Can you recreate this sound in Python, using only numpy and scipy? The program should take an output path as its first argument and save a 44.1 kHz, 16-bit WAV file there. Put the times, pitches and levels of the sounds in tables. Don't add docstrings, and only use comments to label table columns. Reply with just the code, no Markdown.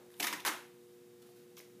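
import sys
import numpy as np
from scipy import signal
from scipy.fft import rfft, irfft, next_fast_len
from scipy.io import wavfile
from scipy.ndimage import map_coordinates

SR = 44100
rng = np.random.default_rng(int(sys.argv[2]) if len(sys.argv) > 2 else 0)


def waveform_to_disk(signal):
    frames = np.transpose(np.atleast_2d(signal))
    scaled = np.clip(frames, -1, 1) * 32767
    samples = np.round(scaled).astype(np.int16)
    wavfile.write(sys.argv[1], SR, samples)


def to_linear_factor(level_db):
    exponent = np.asarray(level_db, float) / 20
    return 10 ** exponent


N = 79380


def unit(x):
    return x / np.sqrt(np.mean(x ** 2) + 1e-20)


def along(points, hz):
    f, value = np.transpose(points)
    return np.interp(np.log(hz + 1), np.log(f + 1), value)


def filtered(x, response):
    size = next_fast_len(len(x) + 4096)
    f = np.fft.rfftfreq(size, 1 / SR)
    return irfft(rfft(x, size) * response(f), size)[:len(x)]


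def resonance(f, hz, width):
    return 1j * f * width / (hz * hz - f * f + 1j * f * width)


def low_cut(f, corner_hz):
    return (1j * f / (corner_hz + 1j * f)) ** 2


def wobble(rate):
    knots = rng.standard_normal(int(N * rate / SR) + 4)
    return map_coordinates(knots, [np.arange(N) * rate / SR])


def shaped_noise(points):
    return unit(filtered(rng.standard_normal(N), lambda f: to_linear_factor(along(points, f))))


def lamp_hum():
    # f/Hz, level/dB
    overtones = [(119.9, -77.5), (239.8, -75.5), (359.6, -61.5), (479.5, -67), (719.2, -88.5)]
    t = np.arange(N) / SR
    total = np.zeros(N)
    for hz, db in overtones:
        level = to_linear_factor(db + 4.5 + 0.4 * wobble(5.1))
        total += level * np.sin(2 * np.pi * (hz * t + rng.random()))
    return total


def lamp_whine():
    whine_hz, width_hz, whine_db = 3750, 200, -85
    band = filtered(rng.standard_normal(N), lambda f: resonance(f, whine_hz, width_hz) ** 2)
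    return to_linear_factor(whine_db + 1.1 * wobble(11.2)) * unit(band)


def ventilation():
    # f/Hz, level/dB
    rumble = [(30, -52), (90, -16), (130, -3.5), (220, -3.5), (300, -9.5), (450, -12.5), (700, -39),
              (1200, -40.5)]
    return to_linear_factor(-66.5 + 1.1 * wobble(6.9)) * shaped_noise(rumble)


def microphone_hiss():
    # f/Hz, level/dB
    hiss = [(470, -3), (800, -5), (1010, -7), (1100, -7), (1660, -8), (3820, -11.5), (15500, -13)]
    return to_linear_factor(-67.5 + 0.26 * wobble(5.7)) * shaped_noise(hiss)


def old_echo():
    start_db, t60_s, pitch_hz, width_hz = -62.5, 0.62, 473, 400
    echo = unit(filtered(rng.standard_normal(N), lambda f: resonance(f, pitch_hz, width_hz)))
    return to_linear_factor(start_db - 60 * np.arange(N) / SR / t60_s) * echo


def room(x):
    # f/Hz, t/s
    decay = [(200, 0.21), (700, 0.42), (1500, 0.39), (3000, 0.44), (6000, 0.37), (10000, 0.39),
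             (16000, 0.32)]
    # f/Hz, level/dB
    tilt = [(300, 13.5), (1500, 0.5), (15000, -1.5)]
    room_db, gap_s = -3, 0.0034
    hz, t, cells = signal.stft(rng.standard_normal(SR * 3 // 5), SR, nperseg=256)
    fall_db = -60 * t / along(decay, hz)[:, None]
    level = to_linear_factor(fall_db + along(tilt, hz)[:, None])
    tail = signal.istft(cells * level, SR, nperseg=256)[1]
    tail = tail * np.clip(np.arange(len(tail)) / SR / gap_s, 0, 1) ** 2
    return signal.fftconvolve(x, to_linear_factor(room_db) * tail / np.linalg.norm(tail))


def add_with_room(out, start_s, sound):
    start = round(start_s * SR)
    for part in (sound, room(sound)):
        out[start:start + len(part)] += part


def snaps(pull, rate, scatter_db, sizzle, signs):
    first_snap_s = 0.00071
    chance = rng.random(len(pull))
    size = rng.exponential(size=len(pull))
    grain = rng.standard_normal(len(pull))
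    hits = chance < rate / SR
    hits[round(first_snap_s * SR)] = True
    clicks = rng.choice(signs, len(pull)) * hits * to_linear_factor(scatter_db * np.minimum(size, 2))
    push = pull * (clicks * np.sqrt(SR / rate) / 2 + sizzle * grain)
    return push * np.sqrt(np.sum(pull ** 2) / np.sum(push ** 2))


def table_top(f):
    # f/Hz, width/Hz, level/dB
    modes = [(218, 48, -1), (300, 22, 3.5), (519, 150, -5.5), (720, 51, -3.5), (1000, 280, 1.5)]
    total = 0
    for k, (hz, width_hz, db) in enumerate(modes):
        total = total + (-1) ** k * to_linear_factor(db) * resonance(f, hz, width_hz)
    return low_cut(f, 200) * total


def peel(rows, thump_db, strip_db):
    # f/Hz, level/dB
    crackle = [(500, -29), (1500, 2), (4000, 1), (6300, -2), (8500, -3), (11000, 1.5), (14000, -2),
               (16000, -1)]
    attack_s, release_s, sag_db_per_s = 0.00013, 0.0012, 133
    strip_q = 2.4
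    out, t = np.zeros(N + SR), np.arange(SR // 8) / SR
    for start_s, length_s, db, hz, ring_db in rows:
        pull = np.clip(t / attack_s, 0, 1) * to_linear_factor(-sag_db_per_s * t)
        pull = pull * np.exp(-np.maximum(t - length_s, 0) / release_s)
        clumps = to_linear_factor(1.5 * wobble(900)[:len(t)])
        fine = snaps(pull * clumps, 10000, 2.5, 0.6, [-1, 1])
        big = snaps(pull, 2600, 2, 0.5, [-1, -1])
        ticks = filtered(fine, lambda f: to_linear_factor(along(crackle, f)))
        thump = filtered(big, lambda f: to_linear_factor(thump_db) * table_top(f))
        ring = filtered(big, lambda f: resonance(f, hz, hz / strip_q) ** 2)
        rip = ticks + thump + to_linear_factor(ring_db + strip_db) * ring
        add_with_room(out, start_s, to_linear_factor(db) * rip)
    return out[:N]


def touches():
    # t/s, length/s, level/dB, strip f/Hz, strip ring over crackle level/dB
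    handling = [(.103, .003, -64.5, 2000, 0.5), (.114, 0.0062, -72.5, 11200, 0),
                (.12, 0.075, -64.5, 1000, -4), (.115, 0.0078, -77, 1820, 9), (.1405, .002, -63, 3180, -0.5),
                (.166, 0.0035, -63, 11000, -11), (.176, 0.011, -66, 11000, -6),
                (.189, 0.0086, -65, 12500, -3), (1.219, 0.0099, -63, 3570, -11),
                (1.228, 0.068, -69, 1100, -2), (1.29, 0.078, -72, 4540, -8),
                (1.262, 0.015, -67, 13900, -13), (1.36, 0.086, -67, 4060, -15),
                (1.568, 0.017, -57, 3300, -4.5), (1.569, 0.047, -67.5, 5660, 2),
                (1.578, 0.016, -56, 14000, -9), (1.607, 0.0055, -71, 10500, 4),
                (1.61, 0.058, -71, 2500, -17)]
    return peel(handling, thump_db=-31, strip_db=14)


def rips():
    # t/s, length/s, level/dB, strip f/Hz, strip ring over crackle level/dB
    pulls = [(.199, 0.0092, -39, 2470, 11), (.2055, 0.0045, -35.5, 2920, -22),
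             (.2266, 0.0051, -31.5, 3100, -12), (.2348, 0.00067, -55, 5840, 9),
             (.2415, .0105, -39, 2000, 14), (.212, 0.017, -44.5, 3240, 0),
             (.2365, 0.0048, -41.5, 6100, -21), (.253, 0.02, -45.5, 2200, -9),
             (.2682, 0.0045, -32, 2100, -2), (.2728, 0.0055, -39.5, 1970, -1),
             (.2795, 0.0061, -38, 1990, -16), (.3272, 0.0052, -39, 1910, -15),
             (.3315, 0.012, -45, 2000, 14), (0.398, 0.0021, -53, 3000, 13), (0.403, 0.0022, -45.5, 3500, 3),
             (.450, 0.0022, -32, 1810, -6), (.4542, 0.0078, -41, 1470, 11.5),
             (.4612, 0.014, -33.5, 2360, -30), (.469, 0.012, -41, 1230, 7.5), (.477, 0.0084, -34, 1660, 4),
             (.487, 0.0059, -44.5, 1500, -4), (.494, 0.003, -50, 1470, 12), (.198, 0.007, -52, 12100, 17),
             (.229, 0.021, -41.5, 12600, -4), (.241, 0.019, -48.5, 12700, 8), (.4545, 0.011, -46, 12000, 3)]
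    return peel(pulls, thump_db=3.5, strip_db=1.5)


def knocks(rows):
    out, t = np.zeros(N + SR), np.arange(SR // 8) / SR
    for start_s, db, hz, width_hz in rows:
        fade = np.exp(-np.pi * width_hz * t) * (1 - np.exp(-4 * hz * t))
        blow = -to_linear_factor(db) * np.sin(2 * np.pi * hz * t) * fade
        blow = filtered(blow, lambda f: low_cut(f, hz / 2))
        add_with_room(out, start_s, blow)
    return out[:N]


def table_jolts():
    # t/s, level/dB, f/Hz, width/Hz
    jolts = [(.1995, -37.5, 307, 41), (.1995, -35, 732, 42), (.2005, -46, 214, 28), (0.21, -48, 227, 72),
             (.245, -34.5, 1250, 46), (0.34, -48, 165, 38), (.328, -42.5, 300, 36), (.328, -31, 995, 116),
             (.463, -52, 74, 45), (.452, -32, 980, 160), (0.54, -46.5, 310, 135), (1.575, -44, 1130, 300),
             (1.7, -64, 1420, 200), (1.29, -59, 717, 63), (1.598, -49.5, 590, 240)]
    return knocks(jolts)


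def loud_cracks():
    # t/s, level/dB, f/Hz, width/Hz
    first_pulls = [(0.2003, -22.3, 7580, 1500), (0.2007, -15, 2590, 1200), (0.2024, -16, 2830, 600),
                   (0.2039, -21.2, 6210, 1500), (0.2042, -21.2, 5520, 1500), (0.2069, -22.7, 8010, 1500),
                   (0.2077, -23.8, 6560, 1090), (0.2098, -26.9, 2770, 450), (0.2278, -23.5, 2240, 510),
                   (0.2303, -32.1, 7910, 400), (0.2311, -15.9, 2140, 850), (0.2315, -18.1, 3540, 1500),
                   (0.2316, -23.5, 6300, 1270), (0.235, -19.3, 6210, 1500), (0.2372, -24.1, 8720, 1500),
                   (0.242, -22.7, 2240, 700), (0.2421, -19.1, 5770, 1500), (0.2432, -29.4, 6360, 400),
                   (0.2441, -17.9, 1790, 1040), (0.2455, -20.5, 4400, 1500), (0.2481, -31.2, 3530, 310),
                   (0.2486, -28.4, 2400, 300), (0.2489, -30.8, 6200, 380), (0.2505, -21.1, 6460, 1500),
                   (0.2512, -24, 1800, 900), (0.2689, -21.5, 6050, 1500), (0.269, -13.1, 1730, 1000),
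                   (0.2694, -24.6, 8110, 1270), (0.2696, -22, 3610, 1200), (0.2701, -29.3, 5500, 510),
                   (0.2707, -26.4, 3790, 310), (0.2711, -17.2, 3810, 1270), (0.2716, -17, 2320, 1200),
                   (0.2717, -22.0, 5670, 1500), (0.2732, -17.4, 2140, 400), (0.2766, -16.2, 2160, 1230),
                   (0.2769, -31.3, 6560, 350), (0.2788, -23.4, 2080, 480), (0.2824, -22.6, 2140, 850),
                   (0.3273, -17.2, 1300, 760), (0.3278, -22, 2900, 1200), (0.3279, -29.1, 5240, 550),
                   (0.3312, -23.8, 1980, 640), (0.3318, -28, 5200, 600), (0.3349, -22.7, 6460, 1090),
                   (0.335, -21.3, 2000, 700), (0.337, -28.2, 8440, 960), (0.3374, -18.3, 1890, 1090),
                   (0.3994, -30, 3140, 1500)]
    # t/s, level/dB, f/Hz, width/Hz
    long_pull = [(0.4503, -21.5, 8270, 1500), (0.4504, -11.3, 1730, 1000), (0.4508, -26.9, 3890, 450),
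                 (0.4522, -19, 1150, 600), (0.4544, -22.8, 5770, 960), (0.4544, -13.8, 1790, 1040),
                 (0.4581, -17.9, 1890, 960), (0.462, -13.4, 1370, 800), (0.462, -13.4, 2830, 1090),
                 (0.4636, -29.1, 3950, 300), (0.4636, -12.7, 2160, 1230), (0.4656, -24.2, 5670, 850),
                 (0.4661, -19.8, 1650, 450), (0.4687, -18.1, 1370, 800), (0.469, -21.1, 8440, 1500),
                 (0.4696, -27.0, 6990, 480), (0.4701, -18.5, 940, 570), (0.4701, -18.2, 3870, 1500),
                 (0.4723, -19.6, 1710, 640), (0.4727, -19.9, 5340, 1500), (0.4756, -23.2, 6360, 960),
                 (0.4764, -14.1, 2910, 1270), (0.4782, -27.5, 5870, 480), (0.4785, -13.9, 1470, 850),
                 (0.4815, -20.1, 2000, 590), (0.4822, -17.8, 1730, 770), (0.4833, -19.1, 6200, 1500),
                 (0.4836, -24.1, 4750, 770), (0.484, -28.8, 8110, 430), (0.4854, -25.5, 6130, 700),
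                 (0.4859, -16.3, 1570, 850), (0.4869, -22, 6790, 1500), (0.4883, -21.0, 6560, 1270),
                 (0.4906, -24.5, 8700, 1090), (0.4911, -19.2, 1300, 640), (0.4945, -12.6, 1630, 950),
                 (0.4976, -19, 1300, 400)]
    return to_linear_factor(-1.5) * knocks(first_pulls + long_pull)


def soft_cracks():
    # t/s, level/dB, f/Hz, width/Hz
    weak_snaps = [
        (1.2205, -53, 3620, 700),
        (1.2275, -51, 1400, 700),
        (1.5735, -40, 3050, 900),
        (1.583, -46, 2880, 700),
        (1.5685, -36.5, 6100, 1180),
        (1.593, -37, 5300, 1000),
        (1.6025, -38.5, 2120, 454),
    ]
    return knocks(weak_snaps)


def scene():
    background = lamp_hum() + lamp_whine() + ventilation() + microphone_hiss() + old_echo()
    tape = touches() + rips() + loud_cracks() + soft_cracks()
    return (background + tape + table_jolts())[None]


def low_pass(x):
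    return signal.sosfilt(signal.butter(12, 16110, fs=SR, output="sos"), x)


def record(dry):
    top_hz = 15280
    mix = filtered(dry[0], lambda f: low_cut(f, 90) * (f < top_hz))
    return low_pass(mix[None])


dry = scene()
out = record(dry)
waveform_to_disk(out)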